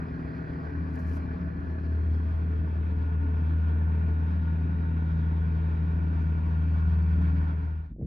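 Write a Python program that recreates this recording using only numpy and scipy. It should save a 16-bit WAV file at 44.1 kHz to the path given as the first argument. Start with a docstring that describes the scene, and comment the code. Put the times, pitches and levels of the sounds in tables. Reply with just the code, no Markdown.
"""Tractor and snowblower passing in deep snow

Across a yard, a compact tractor backs slowly past a phone's two microphones and comes close by.
The blower drones in sines tied to its blades and the diesel knocks in multiples of its crank.
Snow roars through the chute as coloured noise, and a little patters down nearby as grains and pellets.
At the end the machine fades to nothing, and a gust of low noise and puffs buffets the microphones."""
import sys
import numpy as np
from scipy import signal
from scipy.fft import rfft, irfft, next_fast_len
from scipy.io import wavfile
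from scipy.ndimage import uniform_filter1d, map_coordinates

SR = 44100
rng = np.random.default_rng(int(sys.argv[2]) if len(sys.argv) > 2 else 0)


def materialize(psi):
    """Save the field psi as 16-bit PCM at rate SR to the path in sys.argv[1].

    A 1-D psi becomes a single channel; in a 2-D psi each row is a channel.
    """
    bounded = np.clip(np.atleast_2d(psi).T, -1, 1)
    quanta = np.round(bounded * 32767).astype(np.int16)
    wavfile.write(sys.argv[1], SR, quanta)


N = 355446


def amp(db):
    """dB to gain."""
    return 10 ** (np.asarray(db) / 20)


def unit(x):
    """x at rms 1."""
    return x / np.sqrt(np.mean(x ** 2) + 1e-20)


def along(points, hz):
    """Read (Hz, value) points at any frequency, straight between points on a log axis."""
    f, v = np.transpose(points)
    return np.interp(np.log(hz + 1), np.log(f + 1), v)


def curves(rows):
    """One value per sample for each column after the time."""
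    s, *cols = np.transpose(rows)
    return [np.interp(np.arange(N) / SR, s, c) for c in cols]


def wobble(rate, size=N):
    """A smooth random curve through rate random knots a second."""
    knots = rng.standard_normal(int(size * rate / SR) + 4)
    return map_coordinates(knots, [np.arange(size) * rate / SR])


def filtered(x, response):
    """x times a response of frequency, with room for its tail."""
    m = next_fast_len(N + SR // 4)
    return irfft(rfft(x, m) * response(np.fft.rfftfreq(m, 1 / SR)), m)[..., :N]


def patchy(patchy_db):
    """Two white noises that share patches of random gain in time and frequency."""
    z = signal.stft(rng.standard_normal((2, N + 512)), nperseg=512)[2]
    field = rng.standard_normal(z.shape[1:])
    field = uniform_filter1d(field, size=6, axis=0)
    field = uniform_filter1d(field, size=10, axis=1)
    return signal.istft(z * amp(patchy_db * unit(field)), nperseg=512)[1][:, :N]


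# How far the difference of the two microphones follows their sum.
# Each row: frequency in Hz, share from 0 to 1.
SHARE_FOLLOWING = [(60, .7), (340, .45), (500, .42), (650, .2), (900, .6), (1250, .6), (1460, .93),
                   (1750, .74), (2600, .83), (4000, .65), (6000, .77), (11000, .3)]
# Where the following part leans between the microphones.
# Each row: frequency in Hz, lead in radians (0 leans left, pi leans right).
LEAD = [(60, .1), (500, .2), (1050, .2), (1250, 3.4), (1460, 3.5), (1750, 2.35), (2100, 1.85), (4500, 1.45),
        (5500, -1.45), (8000, -1.45), (11000, 1.5)]


def stereo(pair, spectra, side_db):
    """Colour the microphones' sum and difference; the part that follows the sum places the sound."""
    sum_spectrum, difference_spectrum = spectra

    def response(hz):
        share = np.clip(along(SHARE_FOLLOWING, hz), 0, 1)
        wide = amp(along(difference_spectrum, hz) + side_db)
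        tied = wide * share * np.exp(1j * along(LEAD, hz))
        loose = wide * np.sqrt(1 - share ** 2)
        return np.array([amp(along(sum_spectrum, hz)), tied, loose])

    mid, tied, loose = filtered(pair[[0, 0, 1]], response)
    return np.array([mid + tied + loose, mid - tied - loose]) / np.std(mid)


# The tractor turning past the phone.
# Each row: time in seconds, view from 0 (seen from behind) to 1 (from the side).
PASSING = [(0, 0.046), (1.4, .1), (2.2, 0.37), (3, 0.94), (5, 0.94), (8.06, 0.94)]


def side_view():
    """How far the tractor has turned side-on, 0 to 1."""
    return np.clip(curves(PASSING)[0], 0, 1)


# The tractor coming nearer.
# Each row: time in seconds, nearness from 0 (across the yard) to 1 (close by).
CLOSING = [(0, 0.047), (5, 0.096), (6, 0.33), (6.8, 0.78), (8.06, 1)]


def heard(behind_db, beside_db, close_db):
    """A level that changes as the tractor turns past and comes close."""
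    beside, close = side_view(), np.clip(curves(CLOSING)[0], 0, 1)
    return behind_db + beside * (beside_db - behind_db) + close * (close_db - beside_db)


def fade():
    """Gain of the whole machine: full, then evenly down to nothing."""
    start_s, end_s = 7.466, 7.95
    return np.clip((end_s - np.arange(N) / SR) / (end_s - start_s), 0, 1)


# Pitch of the blower. Each row: time in seconds, blade passes in Hz.
BLADE_PASSES = [(0, 79.6), (1.3, 79.2), (2.1, 79.4), (2.85, 79.35), (4.85, 80.5), (5.25, 80.05),
                (5.8, 80.0), (6.45, 79.55), (6.85, 79.15), (7.6, 78.6), (8.06, 78.8)]


def blade_phase():
    """Phase in radians of the blade passes; the four-bladed fan shaft turns at a quarter of it."""
    return 2 * np.pi * np.cumsum(curves(BLADE_PASSES)[0]) / SR


def crank_phase():
    """Phase in radians of the engine's crank, geared to the blower."""
    blade_passes_per_turn = 2.21
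    return blade_phase() / blade_passes_per_turn


# Lowest colour heard at the phone, for the low wind and the machine's thud.
# Two spectra, the microphones' sum and difference. Each row: frequency in Hz, density in dB per Hz.
LOW_COLOUR = [(15, -37.5), (25, -11), (40, -2.5), (52, 4), (65, 3.5), (90, -27), (150, -120)], [(15, -35),
              (50, 1), (90, -22.5), (150, -120)]


def low_wind():
    """Deep patchy noise that comes up as the machine fades."""
    return amp(-38.5) * (1 - fade()) ** 4 * stereo(patchy(patchy_db=1.0), LOW_COLOUR, side_db=-30.0)


# Strength of the gust at the microphones. Each row: time in seconds, level in dB.
GUST = [(7.8, -110), (7.87, -54), (7.92, -45), (7.95, -45), (7.972, -49), (7.99, -42), (8.02, -37),
        (8.06, -33)]
# Colour of its buffeting. Each row: frequency in Hz, density in dB per Hz.
BUFFET = [(20, -26), (50, 1), (120, 8), (250, 3), (400, -14), (700, -34), (1200, -47), (2000, -51),
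          (3000, -66), (6000, -120)]


def gust():
    """Lumpy low noise of wind on the microphones, nearly alike on both."""
    push = amp(curves(GUST)[0] + 2.8 * wobble(60)) * rng.standard_normal((2, N))
    return np.std(push[0]) * stereo(push, (BUFFET, BUFFET), side_db=-33.0)


# Eddies on the microphone ports. Each row: centre in seconds, peak in dB, half width in seconds.
PUFFS = [(7.9643, -46, .0006), (7.9861, -38, .0008), (7.9918, -40, .0009), (7.9963, -35, .0007),
         (8.0029, -41, .0008), (8.0145, -33, .0006), (8.0267, -37, .0007), (8.0304, -36, .0007),
         (8.0359, -36, .0009), (8.0461, -35, .00075), (8.0522, -40, .0008)]


def puffs():
    """Single soft pressure pulses of either sign, each with a dip on both sides, alike on both microphones."""
    out = 0
    for s, db, half_s in PUFFS:
        u = (np.arange(N) / SR - s) / half_s
        out = out + amp(db) * rng.choice([-1, 1]) * (1 - u ** 2) * np.exp(-u ** 2 / 2)
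    return out


# Fine snow landing near the phone. Each row: time in seconds, level in dB before the ice colour.
SPRAY = [(.87, -110), (.885, -88), (.915, -86.5), (.96, -74.5), (.982, -77), (.996, -72), (1.01, -74.5),
         (1.05, -77.5), (1.09, -73.5), (1.125, -73), (1.145, -70.5), (1.168, -69.5), (1.18, -75.5),
         (1.2, -80.5), (1.24, -88), (1.26, -110)]
# Single pellets landing near the phone.
# Each row: start in seconds, starting level in dB before the ice colour, 60 dB decay in seconds.
PELLETS = [(.929, -70.5, .012), (0.942, -66, .012), (0.9568, -61.5, 0.023), (1.089, -66.5, .01),
           (1.098, -65, .01), (1.169, -65.5, .04), (2.579, -78.5, 0.027), (6.215, -76, 0.18),
           (6.31, -80, .15), (6.461, -79.5, .15), (7.025, -71, 0.026), (7.215, -73, .1)]
# Colour of ice grains at the phone.
# Two spectra, the microphones' sum and difference. Each row: frequency in Hz, density in dB per Hz.
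ICE = ([(2500, -120), (3800, -11), (4700, 0.5), (6000, -5), (7000, -7), (7700, -13.5), (8400, -22.5),
       (9400, -15.5), (11000, -9), (13000, -11.5), (14400, -18)], [(2500, -120), (4000, -11), (6000, -10),
       (8000, -4.5), (9400, -4.5), (11000, -18.5), (14400, -17.5)])


def snowfall():
    """Dense tiny grains that swell unevenly and stop, and a few decaying pellets, in the colour of ice."""
    grain_db = 2.5 * rng.standard_normal(N) + 1.5 * wobble(120)
    grains = unit(rng.standard_normal((2, N)) * amp(grain_db))
    falling = amp(curves(SPRAY)[0]) * grains
    t = np.arange(SR // 5) / SR
    for s, db, t60 in PELLETS:
        tail = falling[:, round(s * SR):][:, :len(t)]
        tail += amp(db - 60 * t / t60) * rng.standard_normal((2, len(t)))
    return np.std(falling[0]) * stereo(falling, ICE, side_db=-1.0)


# One pellet on sheet metal.
# The row: start in seconds, pitch in Hz, level in dB before the attack, 60 dB decay in seconds.
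PING = (7.0235, 4520, -58, .045)


def ping():
    """A pellet rings sheet metal: one sine with a soft attack and an exponential decay."""
    s, hz, db, t60 = PING
    t = np.clip(np.arange(N) / SR - s, 0, None)
    attack = 1 - np.exp(-t / .002)
    return amp(db - 60 * t / t60) * np.sin(2 * np.pi * hz * t) * attack


# Thin whistle of the engine, as heard side-on. Each row: pitch in Hz, average rms level in dB.
WHISTLE = [(9518, -96), (9679, -98.5)]


def whistle():
    """Two thin high tones of the engine that come out as the tractor turns side-on."""
    t = np.arange(N) / SR
    tones = 0
    for hz, db in WHISTLE:
        tones = tones + amp(db + 1.5 * wobble(4)) * np.sin(2 * np.pi * hz * t + .5 * wobble(4.6))
    come_out = np.interp(t, (1.6, 2), [.3, 1])
    return np.sqrt(2) * come_out * tones


# Panels and gears that ring toward the phone for a while as the tractor turns past.
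# Each row: start in seconds, stop in seconds, pitch in Hz, width in Hz, relative level in dB.
RINGING = [(-.2, 3.1, 648, 18, -65), (.1, 4.2, 1715, 24, -68), (.75, 2, 1717, 12, -67),
           (.3, 1.4, 1152, 19, -69), (2.8, 5.6, 1443, 18, -65), (.1, 1.7, 1507, 18, -70),
           (.5, 1.3, 1605, 22, -68), (1.8, 2.6, 1420, 40, -68), (2.3, 4.4, 1758, 30, -73),
           (2.4, 6.4, 905, 25, -64), (5.4, 7.7, 950, 50, -66), (1.8, 2.9, 3300, 200, -78.5),
           (5.18, 5.5, 3362, 12, -82), (5.57, 5.66, 3365, 12, -84), (5.49, 5.64, 3120, 12, -84),
           (3.7, 6.5, 3780, 330, -79), (1.4, 2.5, 4200, 260, -80), (6.3, 7.7, 4450, 200, -81.5),
           (5.9, 7.8, 2265, 19, -73), (.1, 2.1, 267, 10, -56), (1.8, 5, 436, 14, -59.5),
           (0, 2.1, 282, 6, -53), (7.08, 7.55, 283, 8, -49), (3.6, 7.6, 245.5, 7, -58),
           (4.9, 6.7, 313, 8, -60), (-.2, 3.6, 113, 5, -59), (7.05, 7.35, 3330, 12, -88),
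           (-.2, 1.4, 1900, 40, -68), (-.2, 2, 2350, 40, -73), (2, 3.7, 1205, 19, -72),
           (5.8, 7.6, 1200, 19, -73), (2, 3.8, 2600, 70, -76), (5.8, 7.7, 2600, 50, -75),
           (3.8, 5.8, 1690, 30, -69), (4, 7.7, 1920, 25, -72), (5.8, 7.7, 1090, 30, -69),
           (6, 7.7, 1400, 35, -67), (4, 7.8, 2360, 30, -75), (5.7, 7.6, 1760, 30, -71),
           (-.2, 1.9, 435, 14, -60), (1.8, 2.4, 6250, 500, -91), (-.2, 1.6, 4150, 200, -82),
           (-.2, 1, 4700, 250, -80), (6.1, 6.35, 6300, 600, -87), (6.6, 7.3, 6100, 250, -91),
           (5.5, 6.3, 5550, 200, -91)]


def ringing():
    """Narrow noise at each resonance, swelling, fading and wandering a little in pitch."""
    waver_hz = 5  # wander of pitches above 1500 Hz; lower ones wander less in proportion
    out = np.zeros((2, N))
    for start, stop, hz, width_hz, db in RINGING:
        span = slice(max(round(start * SR), 0), round(stop * SR))
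        t = np.arange(N)[span] / SR
        swell = np.abs(np.sin(np.pi * (t - start) / (stop - start))) ** 0.45
        pitch = hz + waver_hz * min(hz / 1500, 1) * wobble(3, size=len(t))
        turn = 2 * np.pi * np.cumsum(pitch) / SR
        tone = wobble(width_hz, size=len(t)) * np.sin(turn) + wobble(width_hz, size=len(t)) * np.cos(turn)
        # the narrowest ones are gear whines with a steady core
        if width_hz < 20:
            tone += (3 if hz > 3000 else 1.2) * np.sin(turn)
        # where wide exceeds 1 the microphones hear it in opposite phase
        wide = np.interp(hz, [200, 800, 1600, 2200], [.15, 1.1, 1.6, 0.27])
        out[:, span] += amp(db) * swell * tone * [[1 + wide], [1 - wide]]
    return out


def thud():
    """The machine's deepest patchy noise, strongest close by."""
    return amp(heard(-48.5, -49, -41)) * stereo(patchy(patchy_db=2.5), LOW_COLOUR, side_db=-20.5)


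# Colour of the machine's rumble at the phone.
# Two spectra, the microphones' sum and difference. Each row: frequency in Hz, density in dB per Hz.
RUMBLE = ([(40, -62.5), (70, -8.5), (100, 0), (135, -5.5), (175, 4), (200, -7.5), (216, -6), (232, -11),
          (252, -1), (265, -6), (282, 0), (300, -10.5), (320, -8), (340, -14), (360, -14), (380, -16),
          (412, -25.5), (440, -24.5), (520, -35), (800, -120)], [(40, -59.5), (70, -5.5), (100, 0),
          (170, -7), (300, -11.5), (420, -7.5), (520, -19.5), (800, -120)])


def rumble():
    """Low noise under the engine, with gentle patches of gain."""
    return amp(heard(-41.5, -40.5, -42)) * stereo(patchy(patchy_db=1.1), RUMBLE, side_db=-6.5)


def knock():
    """One cylinder knocks harder: a gain that jumps once a crank turn and dies away, unevenly."""
    life_turns = 0.48
    jump = np.exp(-(crank_phase() / (2 * np.pi) % 1) / life_turns)
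    jump = uniform_filter1d(jump, size=90)
    uneven = 0.5 + 0.27 * wobble(30)  # about half the depth in dB
    return amp(heard(9, 5, 2.5) * (jump - jump.mean()) * uneven)


# Colours of the roar and the hiss, from behind the tractor and from beside it.
# Two spectra each, the microphones' sum and difference. Each row: frequency in Hz, density in dB per Hz.
ROAR_BEHIND = [(260, -27), (450, -0.5), (533, -8), (596, -7), (651, -1.5), (694, -8.5), (883, -10),
               (1110, -10), (1330, -13.5), (1510, -8.5), (1720, -9), (2200, -17.5), (2420, -15.5),
               (2800, -27.5), (3060, -34.5), (3980, -64.5), (6730, -120)], [(260, -38), (450, 7),
               (568, -15), (605, -21), (746, 1.5), (1010, -7.5), (1110, 3.5), (1320, -13.5), (1440, 5),
               (1540, 1.5), (1800, -17), (2180, -24.5), (3060, -31.5), (3980, -66.5), (6730, -120)]
ROAR_BESIDE = [(260, -27.5), (450, -1), (468, -13.5), (563, -9), (610, -9), (630, -8), (828, -11.5),
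               (904, -5.5), (1260, -17.5), (1460, -5.5), (1610, -16), (1750, -12), (2100, -21.5),
               (2330, -15), (3060, -29), (3980, -51.5), (6730, -120)], [(260, -27), (450, -3.5), (468, -7),
               (568, -8.5), (651, -14), (776, -4), (996, -7.5), (1130, -7), (1280, -18), (1390, -0.5),
               (1460, -1.5), (2020, -29), (3060, -36), (3980, -57), (6730, -120)]
HISS_BEHIND = ([(2000, -120), (2900, -1), (3300, 0.5), (3800, -5.5), (4200, 1), (4700, -3.5), (5200, -5),
               (6000, -13.5), (7000, -20.5), (7700, -28.5), (8400, -40.5), (9000, -35.5), (9500, -22),
               (13000, -24.5), (14400, -38.5)], [(2000, -120), (3000, -9.5), (3600, -9), (4200, -10.5),
               (4700, -21), (6000, -16.5), (7000, -25), (9400, -22.5), (11000, -33.5), (13000, -41.5)])
HISS_BESIDE = ([(2000, -120), (2900, -3), (3300, 1), (3800, -1.5), (4200, -5.5), (4700, -6), (5200, -10.5),
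               (6000, -15.5), (7000, -19.5), (7700, -35), (8400, -41), (9000, -33), (9500, -20.5),
               (13000, -33.5), (14400, -40)], [(2000, -120), (3000, -5), (3800, -12.5), (4700, -12.5),
               (5200, -23), (6000, -18.5), (7000, -22), (9400, -24.5), (11000, -37), (13000, -47)])
# Swell of the roar about its level for the place. Each row: time in seconds, change in dB.
ROARING = [(0, 0.5), (1.2, 0.5), (1.8, -2.5), (2.6, -1.5), (3.8, 1), (4.5, 0), (6.4, 1.5), (7.5, 4)]


def chute():
    """Snow in the chute: a roar pulsing with the knock and a hiss, both shaken by the same lumps of snow."""
    beside = side_view()
    firing = knock()
    lumps = wobble(35)

    def blend(behind, side):
        return np.sqrt(1 - beside) * behind + np.sqrt(beside) * side

    roar = blend(stereo(patchy(patchy_db=1.5) * firing, ROAR_BEHIND, side_db=-3.0),
                 stereo(patchy(patchy_db=0.86) * firing, ROAR_BESIDE, side_db=0.8))
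    hiss = blend(stereo(patchy(patchy_db=2.0), HISS_BEHIND, side_db=2.5),
                 stereo(patchy(patchy_db=1.3), HISS_BESIDE, side_db=0.3))
    roar_db = heard(-51.5, -52, -54.5) + curves(ROARING)[0] + 0.65 * lumps
    hiss_db = heard(-73.5, -73, -70.5) + 1.2 * lumps + 0.94 * wobble(4.5)
    return amp(roar_db) * roar + amp(hiss_db) * hiss


# Engine orders at the phone, as typical amplitudes between the two microphones.
# Each row: multiple of the crank, level in dB from behind, in dB from the side, in dB close by.
ENGINE_ORDERS = [(2, -42.5, -55, -48.5), (4, -57.5, -56.5, -53), (5, -56, -53.5, -55), (6, -49, -43.5, -52),
                 (7, -42.5, -51, -60.5), (8, -61, -54.5, -59), (9, -53, -55.5, -60),
                 (10, -51.5, -62.5, -68), (11, -53, -61.5, -69), (12, -60.5, -57.5, -56.5),
                 (13, -66.5, -63.5, -70), (14, -63, -62, -73), (15, -68.5, -68.5, -68), (16, -70, -64, -70)]


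def engine():
    """The diesel's harmonics of the crank, each unsteady in level and phase."""
    turn = crank_phase()
    left_right = np.array([[1], [-1]])
    out = 0
    for k, *levels_db in ENGINE_ORDERS:
        # higher orders reach the two microphones further apart in phase
        apart = 0.042 * k * left_right
        waver_db = 0.99 * wobble(4) + heard(2, .8, .8) * wobble(11)
        level = amp(heard(*levels_db) + waver_db + 0.92 * left_right)
        out = out + level * np.sin(k * turn + .18 * wobble(6) + apart)
    return out


# The blower's note at the phone. Each row: time in seconds, rms level in dB.
DRONE = [(0.05, -38.5), (0.45, -50), (0.65, -36), (0.85, -32), (1.05, -30), (1.45, -36.5), (1.65, -31.5),
         (2.05, -26), (2.45, -27), (2.85, -28), (3.65, -24), (4.85, -27.5), (5.3, -26), (6.45, -26.5),
         (6.9, -23), (7.25, -23), (7.55, -26.5), (7.82, -22), (7.92, -28.5), (8.06, -24)]
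# Its octave. Each row: time in seconds, rms level in dB.
OCTAVE = [(0, -41), (.95, -41.5), (1.2, -53), (1.45, -42.5), (2.1, -60), (2.45, -45.5), (2.75, -45),
          (3.5, -40.5), (4.4, -38.5), (5, -35), (6.5, -36), (7.5, -38.5), (8.06, -36)]
# Ninth multiple of the fan shaft, swelling in the housing. Each row: time in seconds, rms level in dB.
BOOM = [(0.0, -66), (0.12, -44.5), (0.77, -57), (0.83, -41.5), (1.25, -52.5), (1.38, -36.5), (2.19, -52),
        (4.05, -46), (4.16, -64.5), (4.32, -35.5), (5.08, -52), (5.47, -38), (5.78, -54), (5.91, -38),
        (6.45, -57), (6.52, -42), (7.23, -34.5), (7.5, -43.5)]
# One of the four blades throws harder, which sounds further multiples of the fan shaft.
# Each row: multiple of the shaft, rms level in dB from behind, in dB from the side, in dB close by.
UNEVEN_BLADE = [(5, -60.5, -61.5, -58.5), (6, -49, -47.5, -48.5), (7, -64, -58.5, -55),
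                (10, -67.5, -62, -58), (14, -52, -54, -55.5)]


def drone():
    """The blower's note at the blade passes, its octave and the weaker multiples of the fan shaft."""
    turn = blade_phase()
    shaft = turn / 4
    note = amp(curves(DRONE)[0] + heard(1.9, 0.094, .18) * wobble(13)) * np.sin(turn)
    octave = amp(curves(OCTAVE)[0] + .6 * wobble(6)) * np.sin(2 * turn + 1.2 + .08 * wobble(8))
    boom = amp(curves(BOOM)[0] + wobble(9)) * np.sin(9 * shaft + .3 * wobble(6))
    uneven = 0
    for k, *levels_db in UNEVEN_BLADE:
        uneven = uneven + amp(heard(*levels_db) + 2 * wobble(5)) * np.sin(k * shaft + .2 * wobble(5))
    # all lean slightly to the left microphone
    note_pair = note * amp([[.55], [-.55]])
    rest_pair = (octave + boom + uneven) * amp([[.4], [-.4]])
    return np.sqrt(2) * (note_pair + rest_pair)


def scene():
    """Wind and falling snow at the phone, with the machine fading out at the end."""
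    nearby = low_wind() + gust() + puffs() + snowfall() + ping()
    machine = whistle() + ringing() + thud() + rumble() + chute() + engine() + drone()
    return nearby + fade() * machine


def record(dry):
    """The phone keeps nothing above its band limit of 14.5 kHz."""
    return filtered(dry, lambda hz: hz < 14500)


dry = scene()
out = record(dry)
materialize(out)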